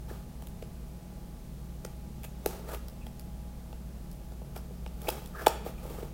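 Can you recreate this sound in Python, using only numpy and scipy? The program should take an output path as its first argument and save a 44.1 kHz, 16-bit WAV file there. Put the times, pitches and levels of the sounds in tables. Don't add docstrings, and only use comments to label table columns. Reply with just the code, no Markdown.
import sys
import numpy as np
from scipy import signal
from scipy.fft import rfft, irfft, next_fast_len
from scipy.io import wavfile
from scipy.ndimage import map_coordinates

SR = 44100
rng = np.random.default_rng(int(sys.argv[2]) if len(sys.argv) > 2 else 0)


def wav_out(sig):
    wavfile.write(sys.argv[1], SR, np.round(np.clip(np.atleast_2d(sig).T, -1, 1) * 32767).astype(np.int16))


N = 270333

# (time [s], crackle level [dB], tearing time [s],
# treble tilt [dB per octave], tape ring pitch [Hz], pop level [dB], panel swing rate [Hz])
TAPE_TEARS = [(.422, -47, 0.0028, 4.5, 3020, -50.5, 820), (.622, -48.5, 0.0062, -1.5, 3350, -41, 524),
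              (1.848, -37, 0.0042, 0, 6260, -40.5, 514), (2.237, -44, 0.016, 3.5, 2470, -49, 720),
              (2.4599, -23.5, 0.0026, 2.5, 2370, -25.5, 424), (2.745, -39.5, .0045, 3.5, 2630, -41, 630),
              (3.065, -45.5, 0.0045, -1, 3240, -51, 600), (3.728, -46, 0.0025, -1.5, 3030, -51, 574),
              (4.319, -52.5, .004, 1, 3580, -52, 600), (4.562, -43.5, 0.0041, 2.5, 2340, -42.5, 676),
              (4.8618, -39.5, 0.0023, -6, 2430, -42, 790), (5.082, -38, 0.0033, 0, 3000, -31, 573),
              (5.0854, -27.5, 0.00653, 3, 2800, -30, 854), (5.4632, -25.5, .002, -2.5, 2600, -30.5, 770),
              (5.466, -20.5, 0.00452, -0.5, 3600, -15, 810), (5.659, -51, 0.0073, 5, 3480, -34.5, 585)]
# (time [s], level [dB], tape ring pitch [Hz])
NAIL_FLICKS = [(.47, -43, 3400), (2.233, -43, 3000), (2.883, -42.5, 4460), (3.195, -43.5, 4270),
               (4.114, -47.5, 4850), (5.017, -42, 2830), (5.259, -44, 3420)]
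# (time [s], level [dB], panel swing rate [Hz])
PANEL_NUDGES = [(.1135, -41, 363), (4.419, -49, 620), (4.71, -47, 490), (5.423, -47, 785),
                (5.855, -43, 554), (5.909, -42, 446), (5.987, -40, 515), (6.031, -36.5, 430)]
# (peak time [s], rise [s], fall [s], rumble level [dB], rasp compared with rumble [dB])
SLIDE_STROKES = [(.087, .006, 0.089, -50, -10), (2.53, 0.097, 0.1, -49, -16),
                 (2.73, 0.06, 0.041, -44.5, -8.5), (4.561, 0.0067, .028, -47.5, -5.5),
                 (5.11, 0.094, 0.12, -45.5, -14), (5.42, 0.066, .13, -47, -3),
                 (5.663, .014, 0.041, -44.5, -20), (5.93, 0.14, 0.14, -47.5, -28)]
# (peak time [s], half length [s], level [dB], pitch [Hz])
BLADE_SQUEAKS = [(0.104, 0.0059, -51.5, 1700), (2.257, .008, -55, 2450), (3.025, .012, -59, 2580),
                 (5.076, 0.0036, -42, 2490), (5.35, .009, -49, 1280), (5.391, 0.037, -49, 1660),
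                 (5.786, 0.0044, -56, 2460)]
# (frequency [Hz], relative level [dB])
CRACKLE_TONE = [(300, -7), (850, 18), (1050, -4), (1300, 8.5), (1900, 1.5), (2600, 2), (6000, -4),
                (8000, -3), (11000, -4.5), (15500, -2.5)]
# (frequency [Hz], relative level [dB])
BOX_TONE = [(170, -35.5), (240, -6), (320, 1.5), (490, 5), (570, -1), (630, 3), (710, -2), (860, 2),
            (1030, -9.5), (1220, -2.5), (1550, -15.5), (2300, -16), (5000, -38)]
# (frequency [Hz], relative level [dB])
HISS_TONE = [(400, -17), (1500, 0), (3000, 3.5), (6000, 1), (10000, 1), (15000, 4.5)]
# (time [s], gain [dB])
CEILING_AIM = [(0, 2), (2.5, -6), (4.5, 5), (5.1, 3.5), (5.5, 4), (6.1, -11)]
# (frequency [Hz], gain [dB])
CEILING_TONE = [(300, -54), (1300, -13.5), (3500, -10.5), (9000, -7.5), (15000, -10)]
# (frequency [Hz], relative level [dB])
ROOM_TONE = [(150, -15), (450, -4), (750, -9.5), (1200, -4.5), (2600, 0), (4600, 1), (7000, 1.5),
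             (15000, 1)]
# (frequency [Hz], time to fade by 60 dB [s])
ROOM_FADE = [(200, 1), (700, 0.43), (3000, 0.73), (8000, 0.37), (15000, 0.16)]
# (frequency [Hz], level [dB])
MOTOR_NOTES = [(59.2, -45.5), (138.5, -53.5), (177.3, -53), (203.5, -64), (234.7, -62.5), (339, -68.5),
               (646, -69.5), (829, -67), (1174, -78.5), (10400, -91)]
# (frequency [Hz], relative level [dB])
AIR_TONE = [(15, -74.5), (24, -73), (36, -62.5), (47, -63), (62, -63.5), (82, -77.5), (100, -72),
            (210, -72), (270, -82), (480, -84.5), (820, -90), (1050, -95), (2000, -101), (8000, -104),
            (15500, -104)]


def tape_picking(tear_ring_db=5, flick_ring_db=9, flick_s=0.0029, flick_tilt_db=7.5):
    snaps, rings = np.zeros(N), np.zeros(N)
    t = np.arange(SR // 8) / SR
    tears = [(s, db, tear_s, tilt, hz, tear_ring_db) for s, db, tear_s, tilt, hz, _, _ in TAPE_TEARS]
    flicks = [(s, db, flick_s, flick_tilt_db, hz, flick_ring_db) for s, db, hz in NAIL_FLICKS]
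    for s, db, tear_s, tilt_db, ring_hz, ring_db in tears + flicks:
        snap, ring = amp(db) * crackle(t, tear_s, tilt_db, ring_hz, ring_db)
        add(snaps, s, snap)
        add(rings, s, ring)
    return snaps, rings


def crackle(t, tear_s, tilt_db, ring_hz, ring_db, ring_width=0.27, late_db=-19, late_fade_s=0.26):
    progress = t / tear_s
    shape = progress * np.exp(-2 * progress ** 2)
    burst = grains(len(t), spread_db=0) * shape / shape.max()
    late_shape = amp(late_db - 60 * t / late_fade_s) * np.minimum(progress, 1)
    late_snaps = grains(len(t), spread_db=7.5) * late_shape
    ring = amp(ring_db) * filtered(burst, lambda f: resonance(f, ring_hz, ring_width * ring_hz))
    tone = lambda f: along(CRACKLE_TONE, f) + tilt_db * np.log2(np.clip(f, 3000, 12000) / 3000)
    parts = np.array([coloured(burst + late_snaps, tone), coloured(ring, tone)])
    energy = np.sum(parts.sum(axis=0) ** 2)
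    return parts * np.sqrt(tear_s * SR / energy)


def panel_pops(lag_s=0.0013, lag_share=0.678):
    out = np.zeros(N)
    t = np.arange(-SR // 100, SR // 10) / SR
    releases = [(s + lag_s + lag_share * tear_s, db, hz) for s, _, tear_s, _, _, db, hz in TAPE_TEARS]
    for s, db, swing_hz in releases + PANEL_NUDGES:
        add(out, s + t[0], amp(db) * pop(t, swing_hz))
    return out


def pop(t, swing_hz, rise_cycles=0.77, fall_cycles=0.077, energy_s=0.0097):
    cycles = t * swing_hz
    shape = np.exp(-np.abs(cycles) / np.where(cycles < 0, rise_cycles, fall_cycles))
    swing = shape * np.sin(2 * np.pi * cycles)
    sound = coloured(swing, lambda f: along(BOX_TONE, f))
    return sound * np.sqrt(energy_s * SR / np.sum(sound ** 2))


def slides(hiss_db=-5.5, rasp_hz=1310, flutter_db=2.0):
    out = np.zeros(N)
    rumble = unit(coloured(grains(N, spread_db=2.5), lambda f: along(BOX_TONE, f)))
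    hiss = unit(coloured(grains(N, spread_db=3.5), lambda f: along(HISS_TONE, f)))
    grip = rasp(rasp_hz, width=0.37)
    for s, rise, fall, db, grip_db in SLIDE_STROKES:
        rubbing = rumble + amp(hiss_db) * hiss + amp(grip_db) * grip
        out += amp(db) * swell(s, rise, fall) * rubbing
    for s, half_length, db, hz in BLADE_SQUEAKS:
        out += amp(db) * swell(s, half_length, half_length) * rasp(hz, width=0.14)
    return out * amp(flutter_db * wobble(110))


def rasp(hz, width):
    return unit(filtered(rng.standard_normal(N), lambda f: resonance(f, hz, width * hz) ** 2))


def ceiling_echo(x, delay_s=0.014, scatter_s=0.00071, scatter_db=-2):
    lag = np.arange(SR // 100) / SR
    scatter = rng.standard_normal(len(lag)) * np.exp(-lag / scatter_s)
    clean_bounce = lag == 0
    bounce = clean_bounce + amp(scatter_db) * scatter / np.linalg.norm(scatter)
    aim_db = np.interp(np.arange(N) / SR, *np.transpose(CEILING_AIM))
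    upward = coloured(x * amp(aim_db), lambda f: along(CEILING_TONE, f))
    echo = np.zeros(N)
    add(echo, delay_s, signal.fftconvolve(upward, bounce / np.linalg.norm(bounce)))
    return echo


def room_ring(x, tail_db=-9, build_s=0.0013):
    hz, t, noise = signal.stft(rng.standard_normal(SR * 3 // 4), SR, nperseg=256)
    level_db = along(ROOM_TONE, hz)[:, None] - 60 * t / along(ROOM_FADE, hz)[:, None]
    _, tail = signal.istft(noise * amp(level_db), SR, nperseg=256)
    tail *= 1 - np.exp(-np.arange(len(tail)) / SR / build_s)
    return amp(tail_db) * signal.fftconvolve(x, tail / np.linalg.norm(tail))[:N]


def appliance(air_db=-45.5, drift_radians=0.38, waver_db=1.73):
    t = np.arange(N) / SR
    hum = np.zeros(N)
    for hz, db in MOTOR_NOTES:
        peak = np.sqrt(2) * amp(db + waver_db * wobble(4.97))
        hum += peak * np.sin(2 * np.pi * hz * t + drift_radians * wobble(5.4))
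    air = unit(filtered(rng.standard_normal(N), lambda f: amp(along(AIR_TONE, f))))
    return hum + amp(air_db) * air


def grains(size, spread_db):
    return unit(rng.standard_normal(size) * amp(spread_db * rng.standard_normal(size)))


def swell(s, rise, fall):
    t = np.arange(N) / SR - s
    return np.exp(-(t / np.where(t < 0, rise, fall)) ** 2)


def wobble(rate):
    points = rng.standard_normal(int(N * rate / SR) + 4)
    return map_coordinates(points, [np.arange(N) * rate / SR])


def resonance(f, hz, width_hz):
    return 1j * f * width_hz / (hz * hz - f * f + 1j * f * width_hz)


def filtered(x, response):
    size = next_fast_len(len(x) + 8192)
    hz = np.fft.rfftfreq(size, 1 / SR)
    return irfft(rfft(x, size) * response(hz), size)[:len(x)]


def coloured(x, gain_db, size=2048):
    hz = np.fft.rfftfreq(size, 1 / SR)
    cepstrum = irfft(np.log(amp(gain_db(hz))))
    cepstrum[1:size // 2] *= 2
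    cepstrum[size // 2 + 1:] = 0
    click_response = irfft(np.exp(rfft(cepstrum)))
    return signal.fftconvolve(x, click_response)[:len(x)]


def along(table, hz):
    frequencies, values = np.transpose(table)
    return np.interp(np.log(hz + 1), np.log(frequencies), values)


def add(track, s, sound):
    start = max(round(s * SR), 0)
    stretch = track[start:start + len(sound)]
    stretch += sound[:len(stretch)]


def amp(db):
    return 10 ** (np.asarray(db) / 20)


def unit(x):
    return x / np.sqrt(np.mean(x ** 2) + 1e-20)


def scene(ring_up_db=-2):
    snaps, rings = tape_picking()
    box = snaps + panel_pops() + slides()
    echo = ceiling_echo(box + amp(ring_up_db) * rings)
    return (box + rings + echo + room_ring(box) + appliance())[None]


def record(dry):
    top_hz = 15900
    return np.array([filtered(channel, lambda f: f < top_hz) for channel in dry])


dry = scene()
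out = record(dry)
wav_out(out)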